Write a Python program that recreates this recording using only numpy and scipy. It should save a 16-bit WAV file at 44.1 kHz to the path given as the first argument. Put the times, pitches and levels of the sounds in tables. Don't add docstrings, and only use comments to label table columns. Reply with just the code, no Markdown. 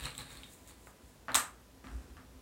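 import sys
import numpy as np
from scipy import signal
from scipy.fft import rfft, irfft, next_fast_len
from scipy.io import wavfile

SR = 44100
rng = np.random.default_rng(int(sys.argv[2]) if len(sys.argv) > 2 else 0)


def wav_record(signal):
    frames = np.transpose(np.atleast_2d(signal))
    bounded = np.clip(frames, -1, 1)
    quanta = np.round(bounded * 32767).astype(np.int16)
    wavfile.write(sys.argv[1], SR, quanta)


N = 106325
HIT = np.arange(SR // 2) / SR


def amp(db):
    return 10 ** (np.asarray(db) / 20)


def unit(x):
    return x / np.sqrt(np.mean(x ** 2) + 1e-20)


def along(points, hz):
    f, v = np.transpose(points)
    return np.interp(np.log(hz + 1), np.log(f + 1), v)


def fade(t60):
    return np.exp(-np.log(1000) * HIT / t60)


def filtered(x, response):
    size = next_fast_len(N + SR // 2)
    hz = np.fft.rfftfreq(size, 1 / SR)
    return irfft(rfft(x, size) * response(hz), size)[:N]


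def coloured(x, spectrum):
    return unit(filtered(x, lambda hz: amp(along(spectrum, hz))))


def pulse(spectrum, tilt_db=0):
    size = len(HIT) // 2 * 2
    hz = np.fft.rfftfreq(size, 1 / SR)
    tilt = tilt_db * np.log2(hz / 1000 + .1)
    cepstrum = irfft(np.log(amp(along(spectrum, hz) + tilt)))
    cepstrum[1:size // 2] *= 2
    cepstrum[size // 2 + 1:] = 0
    p = irfft(np.exp(rfft(cepstrum)), len(HIT))
    return p / np.linalg.norm(p)


def add(track, s, sound):
    part = track[max(round(s * SR), 0):][:len(sound)]
    part += sound[:len(part)]


# frequency in Hz, t60 in seconds.
REVERB_DECAY = [(200, 0.32), (530, 0.31), (1300, .36), (3700, 0.24), (8300, 0.24), (14000, 0.21)]
ROOM_DELAY_S, ROOM_BUILD_S = 0.0035, 0.0017
NEAR_DB, NEAR_T60_S = -1, 0.012


def in_room(x, room_db):
    hz, t, noise = signal.stft(rng.standard_normal(len(HIT)), SR, nperseg=256)
    decay = np.exp(-np.log(1000) * t / along(REVERB_DECAY, hz)[:, None])
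    tail = signal.istft(noise * decay, SR)[1][:len(HIT)]
    tail = tail * (1 - np.exp(-np.maximum(HIT - ROOM_DELAY_S, 0) / ROOM_BUILD_S))
    near = fade(NEAR_T60_S) * rng.standard_normal(len(HIT))
    response = amp(room_db) * tail / np.linalg.norm(tail)
    response += amp(NEAR_DB) * near / np.linalg.norm(near)
    response[0] += 1
    return signal.fftconvolve(x, response)[:len(x)]


def ring(modes, pitch=1, upper_db=0, above_hz=0, scatter_db=0.5):
    hz, db, t60 = np.transpose(modes)
    level_db = db + upper_db * (hz > above_hz) + scatter_db * rng.standard_normal(len(hz))
    gain = amp(level_db) * rng.choice([-1, 1], len(hz))
    t = HIT[HIT < 2 * t60.max()]
    decay = np.exp(-np.log(1000) * t / t60[:, None])
    sound = gain @ (decay * np.sin(2 * np.pi * pitch * hz[:, None] * t))
    return np.pad(sound, (0, len(HIT) - len(t)))


# centre frequency in Hz, rms level in dB.
HUM_LINES = [(59, -67.5), (261, -70.5), (1000, -77)]
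# frequency in Hz, relative level in dB.
AIR_SPECTRUM = [(20, -34), (35, -5), (55, 4), (75, 1.5), (140, -1.5), (200, -3), (252, -2), (315, -5.5),
                (490, -7), (750, -11.5), (1100, -15.5), (2270, -19), (8170, -23.5), (15500, -28)]
AIR_DB = -59.5


def room_tone(width_hz=3):
    hum = np.zeros(N)
    for centre_hz, db in HUM_LINES:
        line = filtered(rng.standard_normal(N), lambda hz: 1 / (1 + ((hz - centre_hz) / width_hz) ** 2))
        hum += amp(db) * unit(line)
    return hum + amp(AIR_DB) * coloured(rng.standard_normal(N), AIR_SPECTRUM)


# frequency in Hz before the pitch ratio, relative level in dB, t60 in seconds.
TABLE_MODES = [(59.8, 5, .17), (120, -15, 0.16), (262.1, -14.5, .33)]
# start in seconds, level in dB before doubling, rise in seconds,
# gain of the modes above the lowest in dB.
ARM_THUMPS = [(.01, -45, 0.011, 2), (0.171, -68, 0.036, -13), (.345, -48.5, 0.028, 2),
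              (0.681, -56, 0.021, -6), (0.781, -61, .02, -7), (1.03, -58, 0.0065, -10),
              (1.283, -56.5, 0.018, 23.5), (1.344, -56.5, 0.0062, 19), (1.855, -51.5, 0.01148, 12.5),
              (1.926, -36.5, .022, -6), (2.081, -49.5, 0.019, 4), (2.172, -53.5, 0.011, 9.5),
              (2.345, -52.5, 0.0084, 4)]


def thumps():
    out = np.zeros(N)
    for s, db, rise, upper_db in ARM_THUMPS:
        swell = 1 - np.exp(-(HIT / rise) ** 2)
        boom = ring(TABLE_MODES, 0.99, upper_db, TABLE_MODES[0][0])
        add(out, s, 2 * amp(db) * swell * boom)
    return out


# frequency in Hz, relative level in dB.
TABLE_TOP_SPECTRUM = [(60, -23), (250, -9), (380, -10.5), (600, -2.5), (850, -0.5), (1050, 0), (1220, 4.5),
                      (1400, 1), (1750, 0), (2200, -8), (2700, -9.5), (4200, -20), (7000, -30),
                      (16000, -44)]
# frequency in Hz, relative level in dB, t60 in seconds.
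PANEL_MODES = [(869, -39.5, 0.29), (1180, -33.5, 0.24), (1268, -37.5, 0.35), (1613, -40, 0.43),
               (1810, -41, 0.28)]
# start in seconds, level in dB before KNOCK_GAIN_DB,
# treble tilt in dB per octave, gain of the room tail and panel ring in dB.
TABLE_KNOCKS = [(.055, -36, 2, 7.5), (.067, -27, 5, -3.5), (0.1894, -39, 6, 6.5), (0.8713, -31.5, -2, -5),
                (1.2836, -22.5, -1, 8.5), (1.3465, -21, 3.5, 6.5), (1.353, -25.5, -0.5, 15.5),
                (1.843, -38.5, 4.5, 6.5), (1.8707, -33.5, 2.5, 2), (2.169, -37, 3.5, 3.5),
                (2.179, -58, 4, 1)]
KNOCK_GAIN_DB = 4.5


def knocks():
    out = np.zeros(N)
    for s, db, tilt_db, room_db in TABLE_KNOCKS:
        knock = in_room(pulse(TABLE_TOP_SPECTRUM, tilt_db), room_db)
        knock += amp(room_db) * ring(PANEL_MODES)
        add(out, s, amp(db + KNOCK_GAIN_DB) * knock)
    return out


GRAINS_PER_S, GRAIN_SPREAD_DB, RUB_ROOM_DB = 1800, 3, 1.5


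def friction(spectrum):
    happens = rng.random(N) < GRAINS_PER_S / SR
    size = rng.standard_normal(N) * amp(GRAIN_SPREAD_DB * rng.standard_normal(N))
    return coloured(in_room(happens * size, RUB_ROOM_DB), spectrum)


# frequency in Hz, relative level in dB.
SCRAPE_SPECTRUM = [(100, 9), (400, -7), (900, -2), (1500, -2), (2200, -1.5), (3000, -7), (3800, 0.5),
                   (4200, -1.5), (4900, -12.5), (6500, -18.5), (8200, -6), (9500, -13), (16000, -27)]
# time in seconds, level in dB before SCRAPE_GAIN_DB and the release.
SCRAPE_LEVEL = [(0, -39.5), (.025, -45), (.055, -42), (.09, -46), (.135, -52), (.176, -55.5), (.2, -44),
                (.25, -53.5), (.33, -51.5), (.45, -56), (.53, -64.5), (.64, -69.5), (.71, -56.5),
                (.78, -68.5), (.86, -74), (1.2, -78)]
# frequency in Hz, relative level in dB.
CLOTH_SPECTRUM = [(1000, -13), (4000, -7), (6000, -7), (7500, 1.5), (9000, 2), (11000, -5), (14000, -6.5),
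                  (16000, -5.5)]
# time in seconds, hiss level in dB before CLOTH_GAIN_DB and the release.
BRUSH_LEVEL = [(0, -51.5), (.05, -52), (.13, -65), (.19, -47.5), (.26, -63.5), (.32, -50.5), (.36, -56),
               (.45, -61.5), (.5, -56.5), (.535, -50), (.57, -59), (.655, -60), (.69, -50), (.73, -64.5),
               (.79, -67), (.88, -55.5), (.95, -72.5), (1.1, -62.5), (1.2, -74)]
SCRAPE_GAIN_DB, CLOTH_GAIN_DB = -2, -6
RUB_END_S, RUB_RELEASE_DB_PER_S = 1.403, 100


def bag_rubbing():
    t = np.arange(N) / SR
    scrape_db = np.interp(t, *np.transpose(SCRAPE_LEVEL)) + SCRAPE_GAIN_DB
    hiss_db = np.interp(t, *np.transpose(BRUSH_LEVEL)) + CLOTH_GAIN_DB
    bag = amp(scrape_db) * friction(SCRAPE_SPECTRUM) + amp(hiss_db) * friction(CLOTH_SPECTRUM)
    return bag * amp(-RUB_RELEASE_DB_PER_S * np.maximum(t - RUB_END_S, 0))


# frequency in Hz, relative level in dB.
SLIDE_SPECTRUM = [(30, -10), (60, 15.5), (130, -2), (200, -7.5), (260, 3.5), (350, -9.5), (800, -13.5),
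                  (1600, -17), (3500, -28), (9000, -27), (16000, -43)]
SLIDE_START_S, SLIDE_END_S = 1.83, 1.95
SLIDE_RISE_S, SLIDE_FALL_S, SLIDE_DB = 0.017, 0.2, -48.5


def token_slide():
    t = np.arange(N) / SR
    rise = np.clip((t - SLIDE_START_S) / SLIDE_RISE_S, 0, 1)
    fall = np.exp(-np.maximum(t - SLIDE_END_S, 0) / SLIDE_FALL_S)
    return amp(SLIDE_DB) * rise * fall * friction(SLIDE_SPECTRUM)


# frequency in Hz before the pitch ratio, relative level in dB,
# t60 in seconds before any damping by the table.
TOKEN_MODES = [(2400, -12, 0.0091), (3540, -10, 0.014), (3972, -2, 0.016), (4304, -14, 0.018),
               (7500, -10, 0.0068), (8130, -3, .009), (8370, -3.5, .009), (9900, -37, .005),
               (14500, -16, .003)]
UPPER_HZ = 6000
# start in seconds, level in dB, pitch ratio,
# gain of the upper modes in dB (where negative, it weakens the crack too).
BAG_CLICKS = [(0.0377, -36, 0.96, 4), (0.0469, -41, 0.76, -9), (.0553, -28.5, 1.045, -8),
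              (0.0625, -44, 2.6, -10), (0.0695, -40, 0.71, -12), (0.1049, -45.5, 1.02, -5),
              (0.151, -43, .91, 2), (0.1796, -40.5, .99, 8.5), (0.1886, -36, 1.03, -12),
              (0.207, -38.5, .98, -22), (0.257, -52, 1.07, -2), (0.305, -47.5, 0.94, -4),
              (0.3719, -41, 1.05, -6.5), (0.434, -36.5, .92, -22), (.4415, -43.5, 0.92, -18)]
CLICK_CRACK_DB, CLICK_CRACK_T60_S, CLICK_ROOM_DB = -4, 0.0043, -4


def bag_clicks():
    out = np.zeros(N)
    for s, db, pitch, upper_db in BAG_CLICKS:
        crack_db = CLICK_CRACK_DB + min(upper_db, 0)
        crack = amp(crack_db) * fade(CLICK_CRACK_T60_S) * rng.standard_normal(len(HIT))
        click = ring(TOKEN_MODES, pitch, upper_db, UPPER_HZ) + crack
        add(out, s, amp(db) * in_room(click, CLICK_ROOM_DB))
    return out


# frequency in Hz, relative level in dB.
CRACK_SPECTRUM = [(100, -31), (260, -22), (360, -23), (700, -6.5), (1230, 3.5), (1750, -2.5), (2100, -5.5),
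                  (2800, 0), (3500, -4.5), (4500, -4.5), (6500, -1.5), (9500, -4), (12500, -3), (13800, -7),
                  (14800, -19), (16000, -15)]
# start in seconds, crack level in dB before CRACK_GAIN_DB,
# treble tilt in dB per octave, gain of the low modes in dB, gain of the upper modes in dB.
RATTLE_CONTACTS = [(1.319, -43, 7, -38, -41.5), (1.3449, -13.5, 1, -17, -26), (1.3462, -22.5, 1, -38, -13),
                   (1.3504, -20, -0.5, -31, -8), (1.3531, -19, -1.5, -26.5, -13),
                   (1.354, -11, -2.5, -39, -7.5), (1.3579, -18, 1.5, -30, -18),
                   (1.3576, -21.5, 3, -28, -12.5), (1.359, -20, 2.5, -39, -16.5), (1.399, -29, 3, -51, -28)]
CRACK_GAIN_DB, RATTLE_ROOM_DB = 6, -0.5
FLAT_DAMPING, FLAT_PITCH = 0.38, 1.0065


def rattle():
    out = np.zeros(N)
    damped = [(hz, db, t60 * FLAT_DAMPING) for hz, db, t60 in TOKEN_MODES]
    for s, db, tilt_db, low_db, upper_db in RATTLE_CONTACTS:
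        crack = amp(db + CRACK_GAIN_DB) * pulse(CRACK_SPECTRUM, tilt_db)
        token_ring = amp(low_db) * ring(damped, FLAT_PITCH, upper_db - low_db, UPPER_HZ)
        add(out, s, in_room(crack + token_ring, RATTLE_ROOM_DB))
    return out


def scene():
    token_contacts = bag_clicks() + rattle()
    table = knocks() + thumps()
    rubbing = bag_rubbing() + token_slide()
    return (token_contacts + table + rubbing + room_tone())[None]


def record(dry, low_cut_hz=42, top_hz=15850):
    low_cut = signal.butter(4, low_cut_hz, "high", fs=SR, output="sos")
    x = signal.sosfilt(low_cut, dry[0])
    return filtered(x, lambda hz: hz < top_hz)[None]


dry = scene()
out = record(dry)
wav_record(out)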